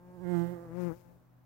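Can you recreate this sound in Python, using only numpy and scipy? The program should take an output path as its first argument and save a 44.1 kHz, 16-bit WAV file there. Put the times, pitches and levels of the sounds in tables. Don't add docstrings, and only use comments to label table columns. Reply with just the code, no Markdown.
import sys
import numpy as np
from scipy import signal
from scipy.fft import rfft, irfft
from scipy.io import wavfile
from scipy.ndimage import uniform_filter1d

SR = 44100
rng = np.random.default_rng(int(sys.argv[2]) if len(sys.argv) > 2 else 0)


def dump_mix(stems):
    frames = np.atleast_2d(stems).T
    limited = np.clip(frames, -1, 1)
    pcm = np.round(limited * 32767).astype(np.int16)
    wavfile.write(sys.argv[1], SR, pcm)


N = 63945
TIME = np.arange(N) / SR
PUFF_PHASE = 0.13

# t/s, roughness (0 to 1)
ROUGHNESS = [(0,.4),(.25,.4),(.42,.25),(.53,.6),(.72,.6),(.79,.4),(.87,.35),(.92,.45),(1.0,.5)]


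def passing_insect():
    # t/s, f/Hz
    wingbeat = [(0,176.3),(.16,181.6),(.19,171.1),(.225,185.3),(.26,174.4),(.3,178.8),(.38,170.1),(.455,172.1),(.53,177),(.585,169.2),(.64,173.2),(.7,162.9),(.785,180.9),(.88,172.3),(.915,158.4),(.97,178.9),(1.05,173.4),(1.45,173)]
    # t/s, fundamental gain/dB, overtone gain/dB
    pass_left = [(0.3, -39, -37), (0.5, -30, -59), (0.68, -16.5, -16.5), (0.8, -1.1, -0.4), (0.87, 2.1, 0),
                 (0.92, -7.5, -2), (0.96, -25, -22.5), (1.05, -53, -52)]
    pass_right = [(0.0, -47, -36), (0.2, -14.5, -23), (0.27, -2, -7.5), (0.35, 4.7, 2.2), (0.42, 3.7, -2),
                  (0.53, -7.5, -9), (0.62, -26, -13), (0.72, -38.5, -19), (0.8, -54.5, -46),
                  (1.0, -63, -65.5)]
    # harmonic number, relative level/dB
    pulse_left = [(1,-32),(2,-35),(3,-41),(4,-54),(5,-53),(6,-55.5),(7,-58),(9,-62),(11,-67),(13,-69),(16,-77),(22,-88)]
    pulse_right = [(1,-31.5),(2,-31),(3,-37.5),(4,-45.5),(5,-48),(6,-60),(7,-48.5),(9,-59),(11,-59.5),(12,-57.5),(13,-73.5),(15,-77.5),(17,-77),(22,-86.5)]
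    # t/s, relative level/dB
    hiss_left = [(0.0, -76), (0.4, -62.5), (0.72, -67.5), (0.82, -50.5), (0.92, -59.5), (1.0, -60),
                 (1.16, -76.5), (1.45, -79.58)]
    hiss_right = [(0.0, -101), (0.21, -74.741), (0.3, -55), (0.39, -51), (0.51, -58.5), (0.62, -71.209),
                  (1.0, -93), (1.45, -123)]
    # f/Hz, relative level/dB
    colour_left = [(150,8),(500,8),(1000,4),(2200,2),(3000,-1),(4000,-2),(5000,1),(6500,2),(8500,-3),(12000,-1),(15500,0)]
    colour_right = [(150,10),(500,7),(1000,3),(2200,-1),(3000,1),(4000,0),(6500,-3),(8200,3),(10300,-4),(12000,0),(15500,-1)]
    jitter = 0.008 * in_time(ROUGHNESS)[0] * drift(rate_hz=70)
    cycles = np.cumsum(in_time(wingbeat)[0] * (1 + jitter)) / SR
    left = close_buzz(pass_left, pulse_left, cycles).sum(0)
    left += wing_hiss(hiss_left, colour_left, cycles)
    right = wing_directivity(close_buzz(pass_right, pulse_right, cycles)).sum(0)
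    right += wing_hiss(hiss_right, colour_right, cycles)
    left += churned_air(pass_left, cycles)
    right += churned_air(pass_right, cycles)
    return np.array([left, right]) + distant_buzz(cycles)


def wing_harmonics(pulse, cycles, count=23):
    number, level_db = np.transpose(pulse)
    orders = np.arange(2 * count + 1)
    rolloff_db = 2 * np.maximum(orders - number[-1], 0)
    gain = from_db(np.interp(orders, number, level_db) - rolloff_db)
    gain[0] = gain[1] / 10
    log_spectrum = np.log(np.r_[gain, gain[-2:0:-1]])
    phase = -signal.hilbert(log_spectrum).imag
    flutter_db = 4 * in_time(ROUGHNESS)[0]
    partials = []
    for k in range(1, count + 1):
        flutter = from_db(flutter_db * min(k / 5, 1) * drift(rate_hz=35))
        partials.append(np.sqrt(2) * gain[k] * flutter * np.cos(2 * np.pi * k * cycles + phase[k]))
    return np.array(partials)


def close_buzz(swell, pulse, cycles):
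    fundamental_db, overtone_db = in_time(swell)
    partials = wing_harmonics(pulse, cycles)
    upper_share = np.interp(np.arange(3, len(partials) + 1), [9, 18], [1, 0])
    share = np.r_[0, 0.67, upper_share][:, None]
    return partials * from_db(fundamental_db + share * (overtone_db - fundamental_db))


def wing_directivity(partials):
    # t/s, gain/dB
    rasp = [(.2,-13),(.25,3.5),(.3,-1),(.39,-3.5),(.52,-1.5),(.6,-5),(.72,0)]
    # harmonic number, t/s, width/s, depth/dB
    nulls = [(2, 0.479, 0.016, 22), (3, 0.381, 0.027, 42), (7, 0.258, 0.044, 40), (7, 0.486, 0.059, 15),
             (4, .49, 0.0095, 48)]
    gain_db = np.zeros(partials.shape)
    gain_db[7:13] = in_time(rasp)[0]
    for harmonic, centre_s, width_s, depth_db in nulls:
        gain_db[harmonic - 1] -= depth_db * np.exp(-np.abs(TIME - centre_s) / width_s)
    return partials * from_db(gain_db)


def wing_hiss(envelope, colour, cycles):
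    # f/Hz, relative level/dB
    sheen_colour = [(2000,-43),(5000,-26),(9000,-28),(12000,-3),(14500,2.5)]
    puff_decay_beats, wake_decay_beats, sheen_lag_s = 0.1, 0.9, 0.093
    beat, age = np.divmod(cycles - PUFF_PHASE + 2, 1)
    strength = from_db(1.3 * rng.standard_normal(N))[beat.astype(int)]
    puff = strength * np.exp(-age / puff_decay_beats)
    wake = 0.8 * np.exp(-age / wake_decay_beats)
    pulsation = unit_rms(uniform_filter1d(puff + wake, size=16))
    level_db = in_time(envelope)[0]
    sheen = from_db(delayed(level_db, sheen_lag_s) - 7) * noise(sheen_colour)
    hiss = from_db(level_db) * noise(colour)
    return from_db(-6) * pulsation * (hiss + sheen)


def churned_air(swell, cycles):
    # f/Hz, relative level/dB
    colour = [(150,-11),(550,7),(1200,2),(2000,-5),(2900,-35.5),(5000,-36.5)]
    stroke = unit_rms(np.exp(np.cos(2 * np.pi * (cycles - PUFF_PHASE))))
    overtone_db = in_time(swell)[1]
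    return from_db(overtone_db - 39) * in_time(ROUGHNESS)[0] ** 2 * stroke * noise(colour)


def distant_buzz(cycles):
    # t/s, left gain/dB, right gain/dB
    envelope = [(0,-8,-1.5),(.1,0,-1.5),(.2,-5,7),(.42,2.5,17),(.6,0,-30.5),(.92,-8.5,-16),(1.0,-3,-48),(1.1,-1.5,-27),(1.24,-28,-31),(1.45,-30.5,-33)]
    # harmonic number, relative level/dB
    pulse_left = [(1,-69),(2,-64),(3,-62.5),(4,-77),(5,-65.5),(7,-87),(9,-78),(11,-84.5),(13,-85.5),(16,-92)]
    pulse_right = [(1,-67.5),(2,-67.5),(3,-79.5),(4,-74),(5,-67.5),(6,-71),(7,-110.5),(9,-77.5),(12,-125),(16,-102)]
    # t/s, fundamental gain/dB, octave gain/dB
    trade_left = [(.11,17,3),(.2,-11,5),(.42,-29,10.5),(.5,2,10.5),(1.0,1,2.5),(1.08,15.5,-8),(1.3,30,-6)]
    left = wing_harmonics(pulse_left, cycles, count=16)
    left[:2] *= from_db(in_time(trade_left))
    right = wing_harmonics(pulse_right, cycles, count=16)
    return from_db(in_time(envelope)) * np.array([left.sum(0), right.sum(0)])


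def low_insect():
    # t/s, level/dB
    envelope = [(0, -68.5), (.1, -63), (.22, -65.5), (.42, -51.5), (.6, -57), (.77, -54), (.9, -60),
                (1.0, -63.5), (1.25, -68.5), (1.37, -61.5), (1.45, -65.5)]
    # harmonic number, relative level/dB
    pulse = [(1, -0.5), (2, -15.5), (3, -24.5), (5, -24)]
    wingbeat_hz, wander, port_lag_s = 124.74, 0.00653, 0.00016
    cycles = np.cumsum(wingbeat_hz * (1 + wander * drift(rate_hz=6.6))) / SR
    hum = from_db(in_time(envelope)[0]) * wing_harmonics(pulse, cycles, count=8).sum(0)
    return np.array([hum, delayed(hum, port_lag_s)])


def wind():
    # t/s, level/dB
    gusts = [(0,-66.5),(.11,-63),(.16,-61.5),(.24,-56),(.55,-58.5),(.68,-60),(.76,-59.5),(.84,-61),(.92,-56.5),(1.03,-68.5),(1.12,-62),(1.45,-86)]
    # f/Hz, relative level/dB
    colour = [(20, -26.5), (35, -14.5), (50, 1), (75, -3.5), (110, -1), (250, -8), (600, -11.5),
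              (2000, -39.5)]
    return from_db(in_time(gusts)[0]) * stereo_noise(colour, correlation=0.32)


def meadow_hush():
    # f/Hz, relative level/dB
    colour = [(30,0.5),(100,5.5),(200,-4.5),(300,5),(410,-18.5),(600,-3),(1000,-5.5),(1500,-11.5),(3000,-25),(9000,-34.5),(15500,-21.5)]
    return from_db(-68.5) * stereo_noise(colour, correlation=0.17)


def stereo_noise(colour, correlation):
    common = noise(colour)
    separate = np.array([noise(colour), noise(colour)])
    return np.sqrt(correlation) * common + np.sqrt(1 - correlation) * separate


def noise(colour):
    hz, level_db = np.transpose(colour)
    log_hz = np.log(np.fft.rfftfreq(N, 1 / SR) + 1)
    gain = from_db(np.interp(log_hz, np.log(hz), level_db))
    return unit_rms(irfft(rfft(rng.standard_normal(N)) * gain, N))


def drift(rate_hz):
    hop, settle = 40, 2000
    pole = np.exp(-2 * np.pi * rate_hz * hop / SR)
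    white = rng.standard_normal(N // hop + settle + 2)
    slow = signal.lfilter([1], [1, -2 * pole, pole * pole], white)[settle:]
    return np.interp(np.arange(N) / hop, np.arange(len(slow)), unit_rms(slow))


def in_time(rows):
    times, *columns = np.transpose(rows)
    return [np.interp(TIME, times, column) for column in columns]


def delayed(x, lag_s):
    return np.interp(TIME - lag_s, TIME, x)


def from_db(db):
    return 10 ** (np.asarray(db) / 20)


def unit_rms(x):
    return x / np.sqrt(np.mean(x ** 2) + 1e-20)


def scene():
    return passing_insect() + low_insect() + wind() + meadow_hush()


def record(dry):
    cutoff_hz = 15900
    return signal.sosfilt(signal.ellip(10, 0.1, 80, cutoff_hz, fs=SR, output="sos"), dry)


dry = scene()
out = record(dry)
dump_mix(out)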